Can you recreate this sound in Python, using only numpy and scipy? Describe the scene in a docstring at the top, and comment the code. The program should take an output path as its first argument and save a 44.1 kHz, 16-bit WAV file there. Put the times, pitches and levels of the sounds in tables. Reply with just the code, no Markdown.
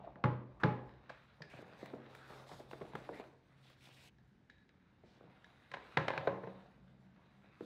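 """A bare room with a wooden table: a plastic device is seated twice, its cardboard box is carried off,
bumping and scraping, packing tissue rustles, and a handset clacks into its cradle; hum and air lie below.
Contacts are noise cracks through a body colour, with damped sines for ringing parts and table thump.
Rough noise is random slips on hiss, short gritty bands slide in pitch, and the tissue is hiss opened
in handfuls. Noise tails answer for the room; the hum is a wavering sine between two low noise bands."""
import sys
import numpy as np
from scipy import signal
from scipy.fft import rfft, irfft, next_fast_len
from scipy.io import wavfile
from scipy.ndimage import uniform_filter1d, map_coordinates

SR = 44100
rng = np.random.default_rng(int(sys.argv[2]) if len(sys.argv) > 2 else 0)


def wav_out(sig):
    """Save sig, one row per channel (or a flat mono array), as 16-bit PCM at SR to the path in sys.argv[1]."""
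    wavfile.write(sys.argv[1], SR, np.round(np.clip(np.atleast_2d(sig).T, -1, 1) * 32767).astype(np.int16))


N = 337363

# Colour of the still air. Each row: frequency in Hz, level in dB per Hz.
AIR_COLOUR = [(15, -36), (25, -7), (53, -3.5), (96, 1.5), (198, -1), (281, -5), (665, -24.5), (1270, -24),
              (1530, -17.5), (1750, -20), (2420, -27), (3820, -33.5), (6540, -42.5), (10300, -64),
              (15500, -55.5)]
# Hum and the two low bands over time. Each row: time in seconds, hum dB, upper band dB, lower band dB.
HUM_LEVELS = [(0, -63.5, -65, -65), (.9, -61.5, -80, -60), (1.3, -74, -88, -76), (1.85, -62.5, -80.5, -83),
              (3.0, -61.5, -83, -68), (3.9, -64.5, -93.5, -88.5), (4.2, -68.5, -77.5, -71.5),
              (4.6, -79.5, -76.5, -80), (5.9, -70.5, -80, -74), (6.3, -69, -56.5, -81),
              (6.9, -67, -68.5, -69.5), (7.65, -74, -70.5, -83)]
# The low bands, upper first. 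Each row: centre in Hz, width in Hz.
LOW_BANDS = [(189.6, 21), (58.4, 25)]
# How long the room rings. Each row: frequency in Hz, time to fall 60 dB in seconds.
ROOM_DECAY = [(100, 0.71), (500, 0.63), (1500, 0.47), (4000, 0.45), (10000, 0.36)]

# Low and high rough noise: scraping, and the wash that lingers after knocks.
# Each row: time in seconds, low level in dB, high level in dB.
ROUGH_LEVELS = [(0, -49.5, -69), (.2, -80.5, -82.5), (.75, -57.5, -77.5), (1.2, -78, -69.5),
                (1.42, -72, -76), (1.58, -63, -65.5), (1.96, -63.5, -69), (2.4, -61, -67), (2.7, -75, -72),
                (3.05, -64.5, -64.5), (3.16, -56, -70), (3.38, -83.5, -80.5), (3.6, -76.5, -74),
                (4.09, -72, -75.5), (4.1, -82, -90), (5.0, -81.5, -81.5), (5.2, -70, -73),
                (5.55, -73.5, -72), (5.9, -65, -65.5), (6.17, -48, -54.5), (6.36, -57.5, -70),
                (6.5, -61.5, -66), (6.82, -75, -81.5), (7.65, -77, -72.5)]
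# Hiss of cloth sleeves. Each row: time in seconds, level in dB.
SLEEVE_LEVELS = [(0, -106), (1.4, -86.5), (3.3, -92), (4.09, -81.5), (4.1, -94), (5.1, -94.5), (5.9, -79),
                 (6.4, -85.5), (7.0, -93.5), (7.55, -89), (7.65, -73)]
# Handfuls of tissue. Each row: start in seconds, length in seconds, swell in seconds, fade in seconds, level in dB.
TISSUE_HANDFULS = [(1.493, .14, 0.0086, 0.015, -75.5), (1.597, 0.19, .03, .03, -87),
                   (1.77, 0.12, 0.045, 0.034, -73.5), (1.88, 0.15, .04, .1, -85),
                   (2.082, 0.25, .07, .06, -76.5), (2.272, 0.26, .07, 0.14, -71),
                   (2.46, 0.22, 0.04, 0.11, -68.5), (2.644, .2, 0.071, 0.076, -74.5),
                   (2.8, 0.15, 0.029, 0.046, -78.5), (2.935, 0.25, .02, .1, -77),
                   (3.123, 0.097, 0.034, .012, -74.5), (3.21, .13, 0.043, .06, -82),
                   (3.557, 0.22, 0.075, .06, -83.5), (3.767, 0.15, 0.094, 0.054, -72.5),
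                   (3.899, 0.19, 0.044, .004, -72.5)]
# Colours of the rough noise and the tissue. Each row: frequency in Hz, level in dB per Hz.
LOW_ROUGH_COLOUR = [(120, -28), (250, 0), (500, 3), (800, 2.5), (1200, -4.5), (2000, -66)]
HIGH_ROUGH_COLOUR = [(600, -23), (1200, -1), (1700, -1.5), (2600, -6), (3200, -12.5), (3800, -8.5),
                     (5000, -24), (8000, -43)]
TISSUE_COLOUR = [(1760, -48), (3000, -4), (3710, -0.5), (6690, -11), (9630, -14.5), (13400, -20.5),
                 (15500, -21.5)]
# Short gritty noise bands: drags, and brief bursts of colour at some hits. Each row: start in seconds,
# length in seconds, first pitch in Hz, last pitch in Hz, width in Hz, level in dB before shaping.
GRITTY_BANDS = [(0.0, 0.13, 700, 694, 200, -57), (0.161, 0.082, 703, 683, 300, -60),
                (0.597, 0.037, 1300, 1296, 1110, -55), (1.096, 0.056, 2400, 2380, 500, -63.5),
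                (1.099, 0.014, 700, 730, 296, -49.5), (1.419, .009, 4700, 4630, 1200, -55),
                (1.493, 0.11, 2500, 2385, 900, -62.5), (1.493, 0.16, 1700, 1620, 400, -66),
                (1.79, 0.097, 1900, 1794, 805, -61), (1.791, .12, 3900, 3810, 715, -69.5),
                (2.17, 0.28, 1500, 1274, 610, -62.5), (2.485, 0.064, 900, 793, 690, -55.5),
                (2.588, 0.035, 700, 680, 600, -58.5), (3.124, .1, 1700, 2310, 890, -59),
                (3.626, 0.12, 3400, 2920, 2600, -68.5), (3.8, 0.14, 2400, 2736, 1100, -67.5),
                (3.951, .15, 2300, 2706, 1100, -68), (5.04, 0.15, 4140, 3840, 3000, -78.5),
                (6.087, 0.039, 2990, 2570, 2490, -75)]

# Contacts: small hard ticks, box bumps, device on table, handset in cradle. Each row: start in seconds,
# crack peak in dB, table thump in dB against the crack, treble share in dB, contact length in ms.
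HARD_TICKS = [(1.4194, -42, -40, -25, 10.3), (4.1838, -67.5, -24.5, -6.5, 3.2),
              (4.4982, -52, -28.5, -11, 6.5), (4.5826, -65, -26, -3.5, 2.3),
              (4.6914, -57.5, -35, -20.5, 3.2), (5.4435, -49, -30, -15, 3.5)]
BOX_HITS = [(1.404, -47, -5.5, -33, 8), (1.536, -42, -10.5, -29, 8.1), (1.589, -45.5, -27, -46, 9.2),
            (1.625, -42.5, -16, -34, 4.8), (1.679, -56, -7, -14, 6.5), (1.727, -49, -18, -26, 2.9),
            (1.791, -55, -11, -28, 6.6), (1.829, -36, -24, -40, 3.6), (1.859, -45.5, -19, -10, 2.8),
            (1.935, -35, -22, -55, 6.5), (2.149, -44.5, -32, -9, 6), (2.3, -46.5, -15, -22, 8.4),
            (2.321, -52.5, -27, -19, 11), (2.514, -41.5, -12, -19, 11), (2.598, -43, -28, -32, 13.6),
            (2.712, -40.5, -24, -12, 3.6), (2.731, -37.5, -34, -24, 5.7), (2.811, -35.5, -18, -33.5, 14.6),
            (2.852, -50, -25, -22, 3.6), (2.934, -44, -4.5, -22, 4.9), (2.952, -34, -32, -19, 7.6),
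            (3.09, -33.5, -25, -39.5, 5.5), (3.198, -34.5, -34, -22, 3.1), (3.239, -46, -31, -23, 3.6),
            (3.698, -53.5, -37, -6.5, 8.3), (3.871, -54, -17, -8, 6), (3.889, -53.5, -15, -27, 5),
            (5.036, -49.5, -17, -54, 5.1), (5.208, -47.5, -13.5, -38, 4.6), (5.238, -52, -13, -48, 4),
            (7.608, -36, -21, -63, 1.7)]
DEVICE_HITS = [(0.055, -57, -9, -30, 14), (0.157, -44.5, -28, -25.5, 4), (0.182, -63, -24, -24, 6),
               (0.239, -20, -4.5, -23, 6.9), (0.256, -28, -13, -28, 5.8), (0.634, -17.5, -10.5, -18, 7.2),
               (0.657, -26.5, -25, -33.5, 8.1), (0.697, -46, -22, -37, 15), (1.094, -42.5, -45, 1, 14)]
HANDSET_HITS = [(5.715, -40, -18, 4, 5), (5.737, -32.5, -40, -12, 12.7), (5.769, -39, -33, -27, 4.8),
                (5.943, -60, 1, 8, 4.5), (5.971, -15.5, -17.5, -15, 6.34), (6.081, -23, -28, -11.5, 6.7),
                (6.103, -25, -32, -18.5, 4.7), (6.136, -33.5, -23, -25, 5.4), (6.177, -26, -18, -15.5, 3.9),
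                (6.272, -18.5, -26, -27.5, 7.8), (6.434, -39.5, -11, -36, 14),
                (6.472, -33, -31, -40.5, 8.2)]
# What each body radiates when struck. Each row: frequency in Hz, level in dB per Hz.
TICK_COLOUR = [(240, -35), (400, -8.5), (1160, -17.5), (1690, -2), (2360, -6), (2620, -13), (3770, -9),
               (5430, -20.5), (15000, -54)]
CARD_COLOUR = [(120, -35.5), (200, -3.5), (591, -1), (1200, -10), (1630, -12.5), (2900, -24), (3870, -29),
               (5170, -41.5), (13500, -52.5), (15000, -49.5)]
DEVICE_COLOUR = [(120, -18), (200, 4.5), (292, -2), (833, -7), (1150, -0.5), (1380, -6), (1690, -8),
                 (1910, -10), (4010, -26.5), (15000, -78)]
HANDSET_COLOUR = [(120, -20.5), (200, -14.5), (292, -10), (818, -2), (1380, -10.5), (1660, -4), (3410, -22),
                  (3800, -19), (4720, -30.5), (15000, -69.5)]
# Ringing heard with the contacts: the table, each body, and a bright ring that follows the ticks. 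Each row:
# frequency in Hz, level in dB, time to fall 60 dB in seconds.
TABLE_RING = [(92, -10.5, 0.37), (124, -6, 0.53), (153.2, -1.5, 0.24), (179.8, -6, 0.3), (223, -19.5, 0.36)]
TICK_RING = [(1704, -1, 0.045), (3843, -11, 0.049)]
CARD_RING = [(276, 1, 0.027), (485, 0.5, 0.14), (608, -1.5, 0.082), (887, -3, 0.036)]
DEVICE_RING = [(285, -11, 0.19), (379.5, -3.5, 0.14), (434, -4, 0.15), (514.5, 0, 0.15), (600, 3.5, 0.072),
               (843, -2.5, 0.15), (1030, -4, .07), (1130, -7.5, .12), (1670, 1, 0.03)]
HANDSET_RING = [(461, 1, 0.076), (547.3, -5.5, 0.35), (763, -16, 0.072), (1035, 1.5, 0.11),
                (1350, -5, 0.03), (1613, 0, 0.044), (2000, -12, 0.036)]

AIR_DB, HUM_HZ = -70, 131.9  # air level before it wanders, centre of the wavering hum
GRIT_DB = 6.5  # unevenness of the grit
SWELL_SHARE = 0.15  # part of a gritty band's length spent getting under way
BREAK_S = 4.097  # the echo of earlier gritty bands breaks off here
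TOP_HZ = 15650  # upper frequency limit of the sound


def amp(db):
    """Gain of a level in dB."""
    return 10 ** (np.asarray(db) / 20)


def unit(x):
    """x at rms 1."""
    return x / np.sqrt(np.mean(x ** 2) + 1e-20)


def along(points, hz):
    """Read (Hz, value) points on a log frequency axis."""
    f, v = np.transpose(points)
    return np.interp(np.log(hz + 1), np.log(f + 1), v)


def curves(rows):
    """One value per sample for each column after the time."""
    s, *columns = np.transpose(rows)
    return [np.interp(np.arange(N) / SR, s, c) for c in columns]


def wobble(rate):
    """A smooth random curve with rate knots a second."""
    knots = rng.standard_normal(int(N * rate / SR) + 4)
    return map_coordinates(knots, [np.arange(N) * rate / SR])


def filtered(x, response):
    """x shaped by a response of frequency."""
    m = next_fast_len(N + SR // 2)
    return irfft(rfft(x, m) * response(np.fft.rfftfreq(m, 1 / SR)), m)[..., :N]


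def coloured(x, colour):
    """x shaped by a colour table."""
    return filtered(x, lambda hz: amp(along(colour, hz)))


def causal(db):
    """Minimum-phase response with these levels: nothing sounds before its cause."""
    cepstrum = irfft(np.log(amp(db) + 1e-7))
    half = len(cepstrum) // 2
    cepstrum[1:half] *= 2
    cepstrum[half + 1:] = 0
    return np.exp(rfft(cepstrum))


def patchy(x, depth_db):
    """x with random patches of gain in time and pitch."""
    z = signal.stft(x, nperseg=512)[2]
    field = uniform_filter1d(rng.standard_normal(z.shape), size=8, axis=0)
    field = uniform_filter1d(field, size=9, axis=1)
    return signal.istft(z * amp(depth_db * unit(field)), nperseg=512)[1][:N]


def room_tail(gap_ms):
    """A fresh room answer of energy 1: noise in which each frequency dies at its own speed."""
    hz, t, z = signal.stft(rng.standard_normal(SR // 2 + SR // 5), SR, nperseg=256)
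    decay = amp(-60 * t / along(ROOM_DECAY, hz)[:, None])
    x = signal.istft(z * decay, SR, nperseg=256)[1]
    x *= np.clip(np.arange(len(x)) / SR * 1000 / gap_ms, 0, 1) ** 2  # walls are metres away
    return x / np.linalg.norm(x)


def low_band(centre_hz, width_hz):
    """Noise through one broad resonance, heard as a fuzzy low band; rms 1."""
    noise = rng.standard_normal(N)
    return unit(filtered(noise, lambda hz: 1 / (1 + ((hz - centre_hz) / width_hz * 2) ** 2)))


def room_tone():
    """Still air as coloured noise, a hum wavering in pitch and level, and two fuzzy low bands."""
    air = amp(AIR_DB + 0.41 * wobble(0.72)) * unit(coloured(rng.standard_normal(N), AIR_COLOUR))
    hum_db, *band_levels = curves(HUM_LEVELS)
    phase = 2 * np.pi * np.cumsum(HUM_HZ + 1.4 * wobble(4.8)) / SR
    hum = amp(hum_db + 2.8 * wobble(5.8)) * np.sin(phase)
    bands = sum(amp(db) * low_band(*band) for db, band in zip(band_levels, LOW_BANDS))
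    return air + hum + bands


def rough_noise(colour, slips, spread_db, smooth, flutter_db):
    """Tiny slips of uneven size (slips a second) on a smooth hiss, in clumps, with room; rms 1."""
    size = amp(spread_db * np.minimum(rng.exponential(1, N), 3))
    grains = (rng.random(N) < slips / SR) * rng.standard_normal(N) * size
    flutter = amp(flutter_db * (0.28 * wobble(24) + wobble(45)))
    source = (unit(grains) + smooth * rng.standard_normal(N)) * flutter
    near = coloured(patchy(source, depth_db=2.5), colour)
    return unit(near + amp(-2) * signal.fftconvolve(near, room_tail(gap_ms=16))[:N])


def handfuls():
    """Gain of the tissue: each handful swells, holds and fades."""
    t, gain = np.arange(N) / SR, np.zeros(N)
    for s, length, swell, fade, db in TISSUE_HANDFULS:
        gain += amp(db) * np.clip(np.minimum((t - s) / swell, (s + length - t) / fade), 0, 1)
    return gain


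def gritty_bands():
    """Short gritty noise in sliding resonances: drags, and brief bursts of colour at some hits."""
    out = np.zeros(N + SR)
    for s, length, first_hz, last_hz, width_hz, db in GRITTY_BANDS:
        t = np.arange(round(length * SR)) / SR
        grit = rng.standard_normal((2, len(t)))
        grit *= amp(GRIT_DB * np.minimum(rng.exponential(1, len(t)), 3))
        smoother = [1, -np.exp(-np.pi * width_hz / SR)]
        slow = signal.lfilter([1], smoother, signal.lfilter([1], smoother, grit))
        # the two slow noises, on a sliding carrier, make a narrow band of noise
        turn = 2 * np.pi * np.cumsum(first_hz + (last_hz - first_hz) * t / length) / SR
        band = unit(slow[0] * np.cos(turn) + slow[1] * np.sin(turn))
        edges = np.minimum(t / (SWELL_SHARE * length), (length - t) / 0.0064)
        shape = np.minimum(1, edges) * amp(-4 * t / length)
        out[round(s * SR):][:len(t)] += amp(db) * shape * band
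    out = out[:N] * amp(2 * wobble(35))
    early, room = np.arange(N) < BREAK_S * SR, room_tail(gap_ms=9.8)
    early_echo = early * signal.fftconvolve(out * early, room)[:N]
    late_echo = signal.fftconvolve(out * ~early, room)[:N]
    return out + amp(-10.0) * (early_echo + late_echo)


def handling():
    """Low and high rough noise, scraping and the wash after knocks; tissue and cloth share one hiss."""
    low_db, high_db = curves(ROUGH_LEVELS)
    cloth_db, = curves(SLEEVE_LEVELS)
    low = amp(low_db) * rough_noise(LOW_ROUGH_COLOUR, 260, 4.3, 0.64, flutter_db=1.1)
    high = amp(high_db) * rough_noise(HIGH_ROUGH_COLOUR, 350, 4, 1.2, flutter_db=2.6)
    crinkle = rough_noise(TISSUE_COLOUR, 1100, 2.2, 1.1, flutter_db=2.5)
    return low + high + gritty_bands() + (amp(cloth_db) + handfuls()) * crinkle


def ringing(modes, t):
    """One damped sine for each mode."""
    hz, db, t60 = np.transpose(modes)[:, :, None]
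    return amp(db - 60 * t / t60) * np.sin(2 * np.pi * hz * t)


def struck(bank):
    """Sum of the modes, each with a chance strength and sign."""
    return (amp(rng.normal(0, 3, len(bank))) * rng.choice([-1, 1], len(bank))) @ bank


def contacts(events, body, modes, usual_treble_db, ring_db, wet_db):
    """Each contact: a short chatter through the body's colour, its modes, a table thump, and the room."""
    size = 2 ** 15
    out, t, hz = np.zeros(N + size), np.arange(size) / SR, np.fft.rfftfreq(size, 1 / SR)
    own = ringing(modes, t) * (1 - np.exp(-t / 0.0013))
    wood = ringing(TABLE_RING, t) * (1 - np.exp(-t / 0.0033))
    for s, db, thump_db, treble_db, ms in events:
        u = t * 1000 / max(ms, 1)  # time in contact lengths
        blow, settling = u * np.exp(-4 * u * u), 0.08 * np.exp(-u / 1.47)  # the parts settle after the blow
        chatter = rng.standard_normal(size) * (blow + settling)
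        # a harder contact is brighter
        tilt_db = 0.33 * (treble_db - usual_treble_db) * np.log2(np.maximum(hz, 330) / 600)
        colour = causal(along(body, hz) + tilt_db)
        crack = irfft(rfft(chatter) * colour)
        crack /= np.abs(crack).max()
        # loose joints roughen the ring
        loose = amp(3.5 * np.interp(t * 120, np.arange(100), rng.standard_normal(100)))
        ring = amp(ring_db) * irfft(rfft(struck(own) * loose) * causal(tilt_db))
        thump = amp(thump_db) * struck(wood)
        # summed over all directions the crack is smooth in colour, and that is what the walls return
        all_round = unit(irfft(colour)) * np.sqrt(np.mean(crack ** 2))
        wet = irfft(rfft(all_round + ring) * rfft(room_tail(gap_ms=4.1), size))
        out[round(s * SR):][:size] += amp(db) * (crack + ring + thump + amp(wet_db) * wet)
    return out[:N]


def hard_ticks():
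    """Small hard ticks, each followed by a strong, bright ring near 1.7 and 3.8 kHz."""
    return contacts(HARD_TICKS, TICK_COLOUR, TICK_RING, usual_treble_db=-9.5, ring_db=-1.5, wet_db=-4.5)


def box_bumps():
    """The cardboard box bumps: a dull body with short, low ringing."""
    return contacts(BOX_HITS, CARD_COLOUR, CARD_RING, usual_treble_db=-22.5, ring_db=-21, wet_db=-5.5)


def handset_in_cradle():
    """The handset's shell clacks into its cradle."""
    return contacts(HANDSET_HITS, HANDSET_COLOUR, HANDSET_RING,
                    usual_treble_db=-15.0, ring_db=-17.5, wet_db=-7.5)


def device_on_table():
    """The plastic device is seated on the wood, its body ringing with the table."""
    return contacts(DEVICE_HITS, DEVICE_COLOUR, DEVICE_RING,
                    usual_treble_db=-19.0, ring_db=-15.5, wet_db=-6.0)


def scene():
    """Everything at one microphone."""
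    hits = hard_ticks() + box_bumps() + handset_in_cradle() + device_on_table()
    return (room_tone() + handling() + hits)[None]


def record(dry):
    """The small microphone loses the deepest bass; nothing is heard above the upper frequency limit."""
    def bass_cut_and_limit(hz):
        """Two equal bass cuts at 45 Hz, and silence from the upper limit on."""
        bass_cut = 1j * hz / 45 / (1 + 1j * hz / 45)
        return bass_cut ** 2 * (hz < TOP_HZ)
    return filtered(dry, bass_cut_and_limit)


dry = scene()
out = record(dry)
wav_out(out)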